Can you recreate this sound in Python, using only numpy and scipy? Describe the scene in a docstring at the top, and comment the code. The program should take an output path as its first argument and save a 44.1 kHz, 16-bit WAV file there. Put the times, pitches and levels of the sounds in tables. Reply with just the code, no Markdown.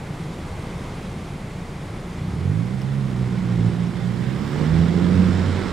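"""Night traffic on a city bridge

A heavy engine idles, revs up, eases off for a gear change and pulls away close on the right. Its exhaust booms
as a sum of firing orders; noise pulsed by the firings makes gas roar and clatter with tyres. Wheel thuds are
decaying low sines, and one nearby tick is a short burst of ringing modes. Behind lie far traffic as two bands
of ebbing noise, a faint whine of wavering sines and a very high hiss."""
import sys
import numpy as np
from scipy import signal
from scipy.fft import rfft, irfft
from scipy.io import wavfile
from scipy.ndimage import uniform_filter1d

SR = 44100
rng = np.random.default_rng(int(sys.argv[2]) if len(sys.argv) > 2 else 0)


def persist_wave(psi):
    """Save psi, clipped to +-1, as 16-bit WAV."""
    counts = np.round(np.clip(psi, -1, 1) * 32767).astype(np.int16)
    wavfile.write(sys.argv[1], SR, np.atleast_2d(counts).T)


N = 252252
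TIME = np.arange(N) / SR  # s


def from_db(db):
    """Decibels to gain."""
    return 10 ** (np.asarray(db) / 20)


def unit(x):
    """Scales to an rms of one."""
    return x / np.sqrt(np.mean(x ** 2) + 1e-20)


def follow(rows):
    """The columns of a curve table at every sample, without the time column."""
    seconds, *columns = np.transpose(rows)
    return [np.interp(TIME, seconds, column) for column in columns]


def at_hz(points, hz):
    """Reads a spectrum on a log-frequency axis."""
    f, value = np.transpose(points)
    return np.interp(np.log(hz + 1), np.log(f + 1), value)


def drift(top_hz):
    """A slow random wander of rms one: white noise under a Gaussian low-pass."""
    hz = np.fft.rfftfreq(N, 1 / SR)
    spectrum = rfft(rng.standard_normal(N)) * np.exp(-(hz / top_hz) ** 2)
    return unit(irfft(spectrum, N))


def noise(spectrum, likeness, patchy_db):
    """Partly alike stereo noise of a given colour and rms one, with patches that come and go."""
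    size, hop = 4096, 1024  # samples
    hz = np.fft.rfftfreq(size, 1 / SR)
    a, b, c, d, patches = rng.standard_normal((5, N // hop + 5, len(hz)))
    # smoothing over time, then over frequency, turns grains into patches
    patches = uniform_filter1d(patches, size=4, axis=0)
    patches = unit(uniform_filter1d(patches, size=40, axis=1))
    same = np.clip(at_hz(likeness, hz), -1, 1)
    left = a + 1j * b
    right = same * left + np.sqrt(1 - same ** 2) * (c + 1j * d)
    frames = np.array([left, right]) * from_db(at_hz(spectrum, hz) + patchy_db * patches)
    sound = signal.istft(frames.swapaxes(1, 2), nperseg=size, noverlap=size - hop)[1]
    return unit(sound[:, :N])


def placed(x, balance_db):
    """Tilts a sound between left and right, keeping the mean of the two gains at one."""
    gains = from_db(np.array([balance_db, -balance_db]) / 2)
    return x * gains / gains.mean(0)


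# colour of the far rumble: (frequency [Hz], relative density [dB per Hz])
RUMBLE_COLOUR = [(12, -22), (25, -12), (45, -4), (80, 1), (170, 3.5), (230, -4.5), (370, -6), (520, -10),
                 (900, -17.5), (1200, -54)]
# colour of the far tyre hiss: (frequency [Hz], relative density [dB per Hz])
HISS_COLOUR = [(410, -25), (700, -6.5), (798, -1.5), (886, -5.5), (997, -1.5), (1770, -10), (2080, -6),
               (2920, -14.5), (3160, -13.5), (6070, -21.5), (6740, -21.5), (9350, -23.5), (11200, -30),
               (12300, -35), (16000, -46)]
# how the distant traffic ebbs: (time [s], level change [dB])
TRAFFIC_EBB = [(0, 2.5), (.8, 4), (1.5, 2), (2.2, 2), (2.9, 1), (4, 1), (5.72, -0.5)]
# how alike the distance sounds at left and right: (frequency [Hz], coherence [0 to 1])
CITY_LIKENESS = [(60, 1.0), (130, 1.0), (290, 0.99), (640, 0.92), (1410, 0.68), (3100, 0.9), (6820, 0.91),
                 (15000, 0.94)]


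def city():
    """Far traffic: a low rumble and a smooth tyre hiss that ebb together."""
    ebb_db, = follow(TRAFFIC_EBB)
    rumble = from_db(-36) * noise(RUMBLE_COLOUR, CITY_LIKENESS, patchy_db=0.0)
    hiss_db = -45.5 + 0.35 * drift(27)
    hiss = from_db(hiss_db) * noise(HISS_COLOUR, CITY_LIKENESS, patchy_db=0.65)
    hiss = hiss * from_db([[-.4], [.4]])  # a touch more on the right
    return from_db(ebb_db) * (rumble + hiss)


# a thin electrical whine: (frequency [Hz], mean level [dB])
WHINE_TONES = [(5222, -74), (6476, -80), (6961, -76), (9862, -86), (11601, -82)]


def whine(waver_hz, flicker_db):
    """Faint high electrical tones, each a sine that wavers in pitch and level."""
    out = np.zeros(N)
    for hz, db in WHINE_TONES:
        level = from_db(db + flicker_db * drift(3))
        cycles = np.cumsum(hz + waver_hz * drift(12)) / SR
        out += level * np.sin(2 * np.pi * cycles)
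    return out


# colour of the very high sizzle: (frequency [Hz], relative density [dB per Hz])
SIZZLE_COLOUR = [(11000, -41), (13000, -7), (14000, -1), (15000, 4), (16000, -13)]
# how strong the sizzle is: (time [s], level [dB])
SIZZLE_STRENGTH = [(0, -95), (3.8, -87), (4.1, -72), (4.55, -66), (4.9, -72), (5.72, -69)]


def sizzle():
    """A thin hiss at the very top: one band of noise, alike on both sides."""
    level_db, = follow(SIZZLE_STRENGTH)
    return from_db(level_db) * noise(SIZZLE_COLOUR, CITY_LIKENESS, patchy_db=-1.0)[0]


# one faint tick nearby: (time [s], strike level [dB])
TICK_STRIKES = [(2.817, -30)]
# what it rings with: (frequency [Hz], relative level [dB], time to fall 60 dB [s])
TICK_RING = [(2830, -5, .016), (4980, -4, .01), (5400, -1, .011), (13900, -15, .01)]


def ticks():
    """A small hard part is nudged and rings in a few modes for some milliseconds."""
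    out = np.zeros(N)
    for start_s, strike_db in TICK_STRIKES:
        t = np.maximum(TIME - start_s, 0)
        ring = np.zeros(N)
        for hz, db, t60 in TICK_RING:
            ring += from_db(db - 60 * t / t60) * np.sin(2 * np.pi * hz * t)
        onset = np.tanh(t / .0008)
        out += from_db(strike_db) * onset * ring
    return out


# wheels crossing bumps in the road: (time [s], level before onset, decay and side tilt [dB])
WHEEL_THUDS = [(4.69, -25), (5.62, -26)]


def thuds(deck_hz, t60):
    """The road deck gives a short low shudder, a decaying sine, stronger on the right."""
    out = np.zeros(N)
    for start_s, thud_db in WHEEL_THUDS:
        t = np.maximum(TIME - start_s, 0)
        onset = np.tanh(t / .015)
        out += from_db(thud_db - 60 * t / t60) * onset * np.sin(2 * np.pi * deck_hz * t)
    return out * from_db([[-2.5], [2.5]])


# the engine revs up, eases off for a gear change and pulls again: (time [s], firing rate [Hz])
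FIRING_RATE = [(2.271, 32.52), (2.45, 46.43), (2.73, 64.5), (2.97, 68.56), (3.2, 62.04), (3.45, 60.18),
               (3.62, 56.62), (3.95, 59.23), (4.17, 59.57), (4.42, 70.3), (4.6, 75), (4.76, 82.12),
               (5.04, 89.3), (5.2, 91.5), (5.58, 91.2), (5.72, 86.5)]
IDLE_HZ, PULL_AWAY_S = 28.4, 2.16


def engine_speed():
    """The firing rate in Hz: a steady idle until the vehicle pulls away."""
    return follow([(PULL_AWAY_S, IDLE_HZ), *FIRING_RATE])[0]


# what the silencer lets through: (frequency [Hz], gain [dB])
SILENCER = [(60, -9), (95, 5), (113, 2), (141, 5), (172, 5.5), (200, -1), (230, -9), (290, -15.5),
            (370, -13), (500, -29.5), (1100, -57)]
# weight of the lowest order against the others: (time [s], level change [dB])
LOWEST_ORDER = [(2.1, 6), (2.4, -15), (3.3, -4.5), (3.65, -5), (4.65, -7), (4.76, 2), (4.95, -9.5),
                (5.47, 6.5), (5.72, 6)]
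# tilt of the orders, far and near [dB per doubling of the order number]
SLOPE_FAR_DB, SLOPE_NEAR_DB = -4.5, 0.5


def order_levels(firing_hz, boom_db, closeness, fade_db, count=12):
    """Each order swells as it sweeps through the pipe's pass band, and wavers a little among the echoes."""
    bass_db, = follow(LOWEST_ORDER)
    # the note brightens as the vehicle nears
    slope_db = SLOPE_FAR_DB + (SLOPE_NEAR_DB - SLOPE_FAR_DB) * closeness
    levels = []
    for k in range(1, count + 1):
        order_db = boom_db + at_hz(SILENCER, k * firing_hz) + slope_db * np.log2(k / 2)
        levels.append(order_db + (k == 1) * bass_db + fade_db * drift(8.2))
    return levels


def exhaust(firings, firing_hz, order_db, uneven, lope, facade_db, ring_hz=130, ring_width_hz=120, flutter=0.14):
    """One pressure pulse a firing, as a sum of orders; no two firings are equally strong."""
    rev_rise = firing_hz / firing_hz.min() - 1
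    pulses = 0
    for k, db in enumerate(order_db, 1):
        # the pipe's resonance holds back the orders near it, so each pulse rings on
        lag = 2 * np.arctan(2 * (k * firing_hz - ring_hz) / ring_width_hz)
        # once the vehicle moves, shifting echoes smear each order, the high ones most
        smear = flutter * (k * firing_hz / ring_hz) ** 1.47 * np.tanh(rev_rise) * drift(22)
        pulses = pulses + from_db(db) * np.exp(1j * (2 * np.pi * k * firings - lag + smear))
    number = np.arange(int(firings[-1]) + 2)
    # random unevenness, plus a lope: every second firing is stronger
    strength = 1 + uneven * rng.standard_normal(len(number)) + lope * np.cos(np.pi * number)
    pulses = np.sqrt(2) * pulses * np.interp(firings, number, strength)
    # reflections from the buildings reach the two sides with a wandering phase
    wander = (drift(9.7) + 1j * drift(3.7)) / np.sqrt(2)
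    side = from_db(facade_db) * pulses * wander
    return pulses.real, side.real


def firing_gate(cycles, depth):
    """Swells once per cycle, with a mean power of one."""
    return unit(np.exp(depth * np.cos(2 * np.pi * cycles)))


# colour of the turbulent exhaust gas from afar: (frequency [Hz], relative density [dB per Hz])
ROAR_FAR_COLOUR = [(20, -30), (45, -22), (75, 1.5), (150, 7.5), (210, 6.5), (290, -5.5), (370, -6),
                   (500, -8.5), (700, -33), (1400, -65)]
# colour of the same gas close to the microphone: (frequency [Hz], relative density [dB per Hz])
ROAR_NEAR_COLOUR = [(20, -35), (45, -13), (75, -4), (150, 4.5), (210, 2.5), (290, -3.5), (370, -3),
                    (500, -8.5), (700, -21.5), (1400, -27.5), (4000, -64.5)]
# the roar's level when boom and approach both peak [dB], and its change with each [dB per dB]
ROAR_PEAK_DB, ROAR_PER_BOOM, ROAR_PER_APPROACH = -22, 0.29, 0.71
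# how alike the vehicle's noises are at left and right: (frequency [Hz], coherence [0 to 1])
VEHICLE_LIKENESS = [(60, 1), (130, 0.92), (290, 0.79), (640, 0.64), (1410, 1), (3100, 0.9), (15000, 0.55)]


def gas_roar(firings, boom_db, clatter_db, off_axis):
    """Turbulent exhaust gas: noise pulsed by the firings, opening up as the vehicle comes near."""
    near = np.clip((clatter_db + 42) / 7, 0, 1)
    far_roar = np.sqrt(1 - near) * noise(ROAR_FAR_COLOUR, VEHICLE_LIKENESS, patchy_db=0.66)
    near_roar = np.sqrt(near) * noise(ROAR_NEAR_COLOUR, VEHICLE_LIKENESS, patchy_db=1.0)
    boom_part_db = ROAR_PER_BOOM * (boom_db - boom_db.max())
    approach_part_db = ROAR_PER_APPROACH * (clatter_db - clatter_db.max())
    level = from_db(ROAR_PEAK_DB + boom_part_db + approach_part_db)
    roar = level * (far_roar + near_roar) * firing_gate(firings, depth=0.2)
    # straight ahead, the roar reaches both sides alike
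    middle = roar.mean(0)
    return middle + off_axis * (roar - middle)


# colour of engine clatter and tyres: (frequency [Hz], relative density [dB per Hz])
CLATTER_COLOUR = [(100, 0.5), (400, -5), (700, -0.5), (1100, -0.5), (2100, -3.5), (2500, -10), (3600, -9.5),
                  (4500, -14.5), (5400, -14.5), (6200, -22.5), (7500, -20), (9500, -28), (12000, -54),
                  (15500, -46)]


def engine_clatter(firings, clatter_db):
    """Mechanical knocks and tyre noise: noise that swells slightly with each firing."""
    clatter = from_db(clatter_db) * noise(CLATTER_COLOUR, VEHICLE_LIKENESS, patchy_db=0.75)
    # every second cylinder knocks a little harder
    knocks = firing_gate(firings, depth=0.1) * firing_gate(firings / 2, depth=0.066)
    return clatter * knocks * from_db(0.31 * drift(27))


# how hard the exhaust booms, before silencer and order tilt: (time [s], level [dB])
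BOOM_DRIVE = [(2.12, -45), (2.24, -33.5), (2.48, -28), (2.75, -32), (3.24, -28), (3.46, -31.5), (3.62, -25),
              (3.95, -33), (4.3, -30), (4.5, -33.5), (4.61, -27), (5.02, -23.5), (5.11, -25.5), (5.19, -21),
              (5.3, -27.5), (5.52, -34), (5.72, -37.5)]
# clatter and tyres grow as the vehicle nears: (time [s], level [dB])
CLATTER_APPROACH = [(1.5, -50.5), (2.9, -45.8), (3.5, -41), (4, -42.5), (4.42, -39), (4.6, -35.5),
                    (4.95, -36), (5.3, -34), (5.72, -34)]
# where the vehicle stands, as heard in its boom: (time [s], left minus right [dB])
VEHICLE_BEARING = [(2.25, -0.5), (2.65, -9), (3.2, -5.5), (3.7, -5.5), (4.1, -8.5), (4.7, -6.5), (5.2, -7),
                   (5.72, -5)]


def vehicle():
    """Exhaust boom, gas roar and clatter, all timed by the same firings."""
    firing_hz = engine_speed()
    firings = np.cumsum(firing_hz) / SR  # running count
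    boom_db, = follow(BOOM_DRIVE)
    clatter_db, = follow(CLATTER_APPROACH)
    balance_db, = follow(VEHICLE_BEARING)
    closeness = (clatter_db - clatter_db.min()) / np.ptp(clatter_db)
    off_axis = np.tanh(abs(balance_db) / 4)
    order_db = order_levels(firing_hz, boom_db, closeness, fade_db=1.98)
    boom, side = exhaust(firings, firing_hz, order_db, uneven=0.097, lope=0.036, facade_db=-25)
    boom = np.array([boom + off_axis * side, boom - off_axis * side])
    roar = gas_roar(firings, boom_db, clatter_db, off_axis)
    clatter = engine_clatter(firings, clatter_db)
    # roar and clatter lean further to the side than the boom
    return placed(boom, balance_db) + placed(roar, 1.57 * balance_db) + placed(clatter, 1.16 * balance_db)


def scene():
    """The vehicle in front of the city."""
    background = city() + whine(waver_hz=3.3, flicker_db=1.5) + sizzle()
    return background + ticks() + thuds(deck_hz=42, t60=.3) + vehicle()


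def record(dry):
    """The recorder's band limit: a steep low-pass at 15.8 kHz."""
    low_pass = signal.firwin(511, 15800, window=("kaiser", 9), fs=SR)
    return signal.oaconvolve(dry, low_pass[None], "same")


dry = scene()
out = record(dry)
persist_wave(out)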